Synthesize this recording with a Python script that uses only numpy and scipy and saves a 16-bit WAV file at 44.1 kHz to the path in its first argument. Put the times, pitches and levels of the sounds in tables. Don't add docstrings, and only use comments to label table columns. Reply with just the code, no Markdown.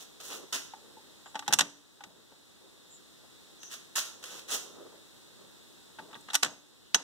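import sys
import numpy as np
from scipy import signal
from scipy.fft import rfft, irfft, next_fast_len
from scipy.io import wavfile
from scipy.ndimage import uniform_filter1d

SR = 44100
rng = np.random.default_rng(int(sys.argv[2]) if len(sys.argv) > 2 else 0)


def transcribe(u):
    v = np.clip(np.atleast_2d(u).T, -1, 1)
    q = np.round(v * 32767).astype(np.int16)
    wavfile.write(sys.argv[1], SR, q)


N = 310023

# start in seconds, level in dB,
# brightness in dB per octave, second cheek in dB re first, number of bounces, loss per bounce in dB,
# spring pitch in Hz, spring level in dB, spring t60 in seconds.
SNAPS = [(1.5876, -18, 3.5, 3, 1, 0, 6030, -39, 0.39), (6.427, -26.5, 3, 10, 2, 6.5, 6420, -43, 0.45),
         (6.945, -12, 2.5, -8, 0, 0, 6290, -13, 0.068)]
CHEEK_GAP_S = 0.004


def amp(db):
    return 10 ** (np.asarray(db) / 20)


def evened(x):
    return x / np.sqrt(np.mean(x ** 2) + 1e-20)


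def read(points, hz):
    f, value = np.transpose(points)
    return np.interp(np.log(hz + 1), np.log(f + 1), value)


def add(mix, s, sound):
    part = mix[:, max(round(s * SR), 0):][:, :sound.shape[1]]
    part += sound[:, :part.shape[1]]


def colour(x, curve_db):
    size = 2 * next_fast_len(x.shape[-1] // 2 + 2048)
    cepstrum = irfft(np.log(amp(curve_db(np.fft.rfftfreq(size, 1 / SR)))))
    cepstrum[1:size // 2] *= 2
    cepstrum[size // 2 + 1:] = 0
    response = np.exp(rfft(cepstrum))
    return irfft(rfft(x, size) * response)[..., :x.shape[-1]]


def shaped(x, points):
    return colour(x, lambda hz: 20 * np.log10(evened(amp(read(points, hz)))))


def brighten(x, slope_db, knee_hz=1200):
    return colour(x, lambda hz: slope_db * np.log2(np.hypot(1, hz / knee_hz)))


def near_noise(size, apart_hz=2200):
    mid, side = rfft(rng.standard_normal((2, size)))
    same = 1 / (1 + (np.fft.rfftfreq(size, 1 / SR) / apart_hz) ** 2)
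    mid = mid * np.sqrt((1 + same) / 2)
    side = side * np.sqrt((1 - same) / 2)
    return irfft(np.array([mid + side, mid - side]), size)


def dying(t, t60, rise=0.00089):
    return (1 - np.exp(-t / rise)) * np.exp(-np.log(1000) * t / t60)


def jitter(length, size):
    return evened(uniform_filter1d(rng.standard_normal(length), size))


def whistle(size, centre_hz, width_hz):
    hz = np.fft.rfftfreq(size, 1 / SR)
    band = 1 / (1 + ((hz - centre_hz) / width_hz) ** 4)
    return evened(irfft(rfft(near_noise(size)) * band, size))


def light_taps(rows, part):
    out, t = np.zeros((2, N)), np.arange(SR // 8) / SR
    hz, width_hz, t60 = part
    for s, db in rows:
        add(out, s, amp(db) * dying(t, t60, rise=2 / hz) * whistle(len(t), hz, width_hz))
    return out


def latch(spread_db=2, grain_db=3.0, rise=0.00034, softening=0.37, full_t60=0.053, clamp_db=-4):
    # frequency in Hz, level in dB.
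    chatter_curve = [(60, -26), (190, -4.5), (400, -7), (650, -4.5), (1100, -4), (1600, 2.5), (2200, 2.5),
                     (3400, 1.5), (5000, -3.5), (6500, -1.5), (8500, -6.5), (11200, -21.5), (12900, -16.5),
                     (15500, -43)]
    # frequency in Hz, mean level in dB, t60 in seconds.
    shell_modes = [(287.4, -29, 0.67), (620, -32.5, 0.15), (917, -30, 0.29), (1166, -25.5, 0.14),
                   (1259, -25.5, 0.1), (1485, -13.5, 0.06), (1620, -20, 0.05), (1893, -14.5, 0.067),
                   (2780, -25, 0.096), (3310, -20, 0.08), (3620, -9.5, 0.035), (3870, -13, 0.077),
                   (5690, -18, 0.079), (7700, -25, 0.089), (8300, -21.5, 0.05)]
    crack_db, crack_t60 = 4, 0.0046
    out, t = np.zeros((2, N)), np.arange(SR // 4) / SR
    mode_hz, mode_db, mode_t60 = np.transpose(shell_modes)
    count = len(mode_hz)
    modes = dying(t, mode_t60[:, None]) * np.exp(2j * np.pi * mode_hz[:, None] * t)
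    for s, db, bright, t60, clunk_db in knocks() + releases() + snaps():
        contacts = evened(amp(grain_db * jitter(len(t), size=30)))
        fading = dying(t, t60) + amp(crack_db) * dying(t, crack_t60)
        chatter = shaped(near_noise(len(t), apart_hz=1580) * contacts * fading, chatter_curve)
        strength = amp(mode_db + spread_db * rng.standard_normal(count))
        phase = 2 * np.pi * rng.random(count) + rng.standard_normal((2, count)) * mode_hz / 2500
        shell = ((strength * np.exp(1j * phase)) @ modes).imag
        clamp = amp(clamp_db + clunk_db) * clamp_note(t)
        fed = min(t60 / full_t60, 1)
        attack = 1 - np.exp(-t / (rise * np.exp(-softening * bright)))
        add(out, s, amp(db) * attack * (brighten(chatter + fed * shell, bright) + fed * clamp))
    return out


def clamp_note(t, count=4):
    # centre in Hz, scatter to either side in Hz, t60 in seconds.
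    hz, scatter_hz, t60 = (845, 52, 0.091)
    mode_hz = hz + scatter_hz * rng.uniform(-1.02, 1, (count, 1))
    return 2 * dying(t, t60, rise=0.0012) * np.sin(2 * np.pi * mode_hz * t).mean(0)


def snaps():
    t60, clunk_db = 0.033, -18.5
    bounce_gap_s, dulling, bounce_t60 = 0.015, 1.24, 0.042
    blows = []
    for s, db, bright, second_db, bounces, loss_db, *_ in SNAPS:
        seated, seated_db = s + CHEEK_GAP_S, db + second_db
        blows.append((s, db, bright, t60, clunk_db))
        blows.append((seated, seated_db, bright, t60, clunk_db))
        for k in range(1, round(bounces) + 1):
            bounce_s, bounce_db = seated + k * bounce_gap_s, seated_db - k * loss_db
            blows.append((bounce_s, bounce_db, bright - k * dulling, bounce_t60, clunk_db))
    return blows


def releases():
    # time of letting go in seconds, level in dB,
    # number of slips before it, clunk of the slips in dB re slip, before the latch's clamp trim.
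    release_rows = [(1.535, -17.5, 1, 1.5), (6.3523, -20.5, 2, -4)]
    slack_s, taps = 0.075, 6
    slack_db, slack_bright, slack_t60, slack_clunk_db = -25.5, -4.5, 0.1, -16
    slip_gap_s, growth_db, slip_bright, slip_t60 = 0.0095, 10.5, 5.3, 0.074
    click_bright, click_t60, click_clunk_db = 6.06, 0.02, -15
    blows = []
    for s, db, slips, clunk_db in release_rows:
        for lead in slack_s * (np.arange(taps) + 0.5 + 0.5 * rng.random(taps)) / taps:
            blows.append((s - lead, db + slack_db, slack_bright, slack_t60, slack_clunk_db))
        for k in range(1, round(slips) + 1):
            blows.append((s - k * slip_gap_s, db - k * growth_db, slip_bright, slip_t60, clunk_db))
        for lag in (0, CHEEK_GAP_S):
            blows.append((s + lag, db, click_bright, click_t60, click_clunk_db))
    return blows


def knocks(neutral_t60=0.039, dull_linger=0.024):
    # start in seconds, level in dB,
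    # brightness in dB per octave, clunk of the clamp in dB re level, before the latch's clamp trim.
    knock_rows = [(0.735, -38.5, -5.5, 5), (0.968, -45, -9.5, 5), (1.258, -31, -7.5, -12.5),
                  (1.345, -44, -2.5, 4), (1.354, -23, -4, -8), (1.392, -37, 1.5, -2.5),
                  (1.422, -33, -6.5, -10), (1.479, -26, 2, 2), (1.505, -27, -5.5, -11),
                  (2.006, -35, -5, -5), (2.037, -35, 0, -9), (2.316, -41.5, -8, -11), (5.985, -26, -7, -12),
                  (5.995, -26.5, -12, -12), (6.108, -38, -8, -18), (6.128, -34.5, -6.5, -11.5),
                  (6.151, -31, -5.5, -23), (6.209, -73, 11, -20), (6.284, -33, -6, -22.5),
                  (6.302, -36.5, -1, -11.5)]
    return [(s, db, bright, neutral_t60 * np.exp(-dull_linger * bright), clunk_db)
            for s, db, bright, clunk_db in knock_rows]


def spring(rattle_db=-33, rattle_t60=0.33):
    # frequency in Hz, level in dB.
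    rattle_curve = [(60, -11.5), (250, 9.5), (1000, 0.5), (3200, -0.5), (8000, -4.5), (15000, -57)]
    out, t = np.zeros((2, N)), np.arange(SR // 2) / SR
    for s, *_, hz, db, t60 in SNAPS:
        coil = amp(db) * dying(t, t60) * whistle(len(t), hz, width_hz=140)
        shudder = shaped(near_noise(len(t), apart_hz=900), rattle_curve)
        add(out, s, coil + amp(rattle_db) * dying(t, rattle_t60) * shudder)
    return out


def trigger():
    # start in seconds, level in dB.
    tick_rows = [(6.144, -40), (6.302, -31)]
    # centre in Hz, half-width in Hz, t60 in seconds.
    trigger_modes = (3630, 410, 0.028)
    return light_taps(tick_rows, trigger_modes)


def bench(t60=0.3):
    # start in seconds, level in dB.
    bump_rows = [(1.48, -38.5), (1.528, -36.5), (1.595, -39.5), (2.051, -49.5), (2.162, -58), (5.992, -52),
                 (6.157, -53), (6.439, -36.5)]
    # frequency in Hz, level in dB.
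    wood_curve = [(70, -17), (155, 5), (330, -4), (700, -9.5), (2000, -31)]
    out, t = np.zeros((2, N)), np.arange(SR // 2) / SR
    for s, db in bump_rows:
        thud = near_noise(len(t), apart_hz=408) * dying(t, t60, rise=0.0012)
        add(out, s, amp(db) * shaped(thud, wood_curve))
    return out


def shoes(grain_db=3.0, slip_db=0.2, coarse_db=-11.5, stop_t60=0.095, crack_t60=0.027):
    # start in seconds, level in dB, rise in seconds, hold in seconds,
    # brightness in dB per octave, rumble of the weight in dB re level.
    scuff_rows = [(0.0, -56.5, 0.00041, 0.031, 3, -5.5), (0.197, -47, 0.0093, 0.0056, 1, -10),
                  (0.219, -55, 0.03, 0.12, 4, -4.5), (0.288, -40, 0.021, 0.034, -3, -15.5),
                  (0.5246, -34.5, 0.0026, 0.032, 1, -15.5), (3.696, -44, 0.038, 0.0063, 1.5, -37),
                  (3.954, -33, 0.0039, 0.032, 2, -36), (4.224, -50, 0.0036, 0.17, 1, -12.5),
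                  (4.476, -37.5, 0.05, 0.028, 2.5, -11)]
    # start in seconds, level in dB.
    crack_rows = [(3.631, -37), (4.239, -31.5)]
    # frequency in Hz, level in dB.
    grit_curve = [(40, -34), (150, -16), (320, -6), (600, -6), (900, -5.5), (1400, 1), (2200, 1.5),
                  (3500, 6), (5000, 0.5), (6200, 5), (9000, -3.5), (15500, -12.5)]
    # frequency in Hz, level in dB.
    sole_curve = [(50, -18), (160, -4.5), (450, 3.5), (1500, -13), (6000, -61)]
    out, t = np.zeros((2, N)), np.arange(SR // 2) / SR
    for s, db, rise, hold, bright, weight_db in scuff_rows:
        stopping = np.exp(-np.log(1000) * np.maximum(t - rise - hold, 0) / stop_t60)
        stroke = np.minimum(t / rise, 1) * stopping
        fine = evened(amp(grain_db * jitter(len(t), size=24) + slip_db * jitter(len(t), size=500)))
        grains = evened(fine + amp(coarse_db) * coarse_grains(len(t)))
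        drag = near_noise(len(t), apart_hz=1280) * grains * stroke
        rumble = amp(weight_db) * shaped(near_noise(len(t), apart_hz=400) * stroke, sole_curve)
        add(out, s, amp(db) * (brighten(shaped(drag, grit_curve), bright) + rumble))
    for s, db in crack_rows:
        add(out, s, amp(db) * shaped(near_noise(len(t)) * dying(t, crack_t60), grit_curve))
    return out


def coarse_grains(length, per_s=260):
    hits = (rng.random(length) < per_s / SR) * rng.uniform(0.66, 1, length)
    return evened(uniform_filter1d(hits, size=24))


def sleeve(stir_db=-71.5, crumple_db=2.5, uneven_db=1.5):
    # time of the peak in seconds, length in seconds, level in dB.
    rustle_rows = [(0.38, 0.24, -51.5), (0.893, 0.47, -65), (2.09, 0.37, -63), (2.646, 0.18, -63.5),
                   (4.396, 1, -65), (4.8, 0.49, -52.5), (5.45, 0.19, -67.5), (6.08, 0.27, -61.5)]
    # frequency in Hz, level in dB.
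    cloth_curve = [(50, -33), (200, -7.5), (420, 2.5), (700, -11.5), (1300, -16), (2500, -34.5),
                   (12000, -73)]
    t = np.arange(N) / SR
    motion = np.full(N, amp(stir_db))
    for s, length, db in rustle_rows:
        motion += amp(db) * np.cos(np.pi * np.clip((t - s) / length, -0.5, 0.5)) ** 2
    catches = amp(crumple_db * jitter(N, size=600) + uneven_db * jitter(N, size=2500))
    return shaped(near_noise(N, apart_hz=315) * motion * catches, cloth_curve)


def pats():
    # start in seconds, level in dB.
    pat_rows = [(2.105, -53), (2.32, -44.5), (2.493, -56), (3.24, -51), (4.312, -50), (4.348, -52),
                (6.087, -50.5)]
    # centre in Hz, half-width in Hz, t60 in seconds.
    pat_band = (480, 440, 0.055)
    return light_taps(pat_rows, pat_band)


def squeaks():
    # start in seconds, length in seconds, pitch in Hz, level in dB.
    squeak_rows = [(1.226, 0.11, 7300, -58), (2.872, 0.14, 7300, -53), (3.575, 0.16, 6170, -49.5),
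                   (6.806, 0.15, 3250, -63.5)]
    out = np.zeros((2, N))
    for s, length, hz, db in squeak_rows:
        size = int(length * SR)
        add(out, s, amp(db) * np.hanning(size) * whistle(size, hz, width_hz=500))
    return out


def hiss(level_db=-56.5):
    # frequency in Hz, level in dB.
    hiss_curve = [(25, -26), (60, -5), (130, -3), (330, 0), (700, -11.5), (1100, -12.5), (2000, -11.5),
                  (3000, -13), (3700, -3), (4600, -10.5), (6000, -13), (7600, -11), (10000, -17.5),
                  (15500, -23)]
    return amp(level_db) * shaped(rng.standard_normal((2, N)), hiss_curve)


def garage(x, gap=0.0017, build=0.0017):
    # frequency in Hz, t60 in seconds.
    decay_curve = [(150, 0.72), (600, 0.63), (2000, 0.41), (6000, 0.48), (14000, 0.34)]
    taps = rng.standard_normal((2, SR // 2)) * (rng.random((2, SR // 2)) < 1 / 10)
    hz, t, z = signal.stft(taps, SR, nperseg=256)
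    fading = dying(np.maximum(t - gap, 0), read(decay_curve, hz)[:, None], rise=build)
    tail = signal.istft(z * fading, SR, nperseg=256)[1]
    return signal.fftconvolve(x, tail / np.linalg.norm(tail[0]), axes=1)[:, :N]


def scene(latch_wet_db=-22, shoes_wet_db=-5):
    # frequency in Hz, left minus right in dB.
    balance_curve = [(200, 0), (700, 4), (1500, 6), (3500, -1), (6000, -4), (12000, -3)]
    metal = latch() + spring() + bench() + trigger()
    feet = shoes()
    near = metal + feet + garage(amp(latch_wet_db) * metal + amp(shoes_wet_db) * feet)
    left = colour(near[0], lambda hz: read(balance_curve, hz) / 2)
    right = colour(near[1], lambda hz: -read(balance_curve, hz) / 2)
    return np.array([left, right]) + pats() + sleeve() + squeaks() + hiss()


def widen(x, delay_s=19.6 / SR):
    # frequency in Hz, share of the other side as an amplitude ratio.
    crossfeed_curve = [(60, 0.61), (250, 0.44), (1100, 0.98), (2250, 0.61), (3400, 0.4), (4500, 0.44),
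                       (6500, 0.05), (12000, 0.14)]
    size = N + SR // 10
    hz = np.fft.rfftfreq(size, 1 / SR)
    z = rfft(x, size)
    share = np.clip(read(crossfeed_curve, hz), 0, 1)
    return irfft(z - share * np.exp(-2j * np.pi * hz * delay_s) * z[::-1], size)[:, :N]


def hollow(x):
    # centre in Hz, half-width in Hz, gain in dB.
    notch_rows = [(2296, 198, -16), (4530, 66, -4)]
    size = N + SR // 10
    hz = np.fft.rfftfreq(size, 1 / SR)
    dip_db = sum(db * np.exp(-abs((hz - f) / width) ** 4) for f, width, db in notch_rows)
    change = irfft(rfft(x.mean(0), size) * (amp(dip_db) - 1), size)
    return x + change[:N]


def gain_control(x, threshold_db=-27, squeeze=0.32, fall_db=9):
    power_db = 10 * np.log10(abs(uniform_filter1d((x ** 2).mean(0), size=200)) + 1e-12)
    creep = fall_db * np.arange(N) / SR
    held_db = np.maximum.accumulate(power_db + creep) - creep
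    over_db = np.maximum(held_db - threshold_db, 0)
    return x / amp(squeeze * uniform_filter1d(over_db, size=100))


def record(dry, edge_hz=15800):
    low_pass = signal.firwin(401, edge_hz, window=("kaiser", 8), fs=SR)
    return signal.oaconvolve(gain_control(hollow(widen(dry))), low_pass[None], "same")


dry = scene()
out = record(dry)
transcribe(out)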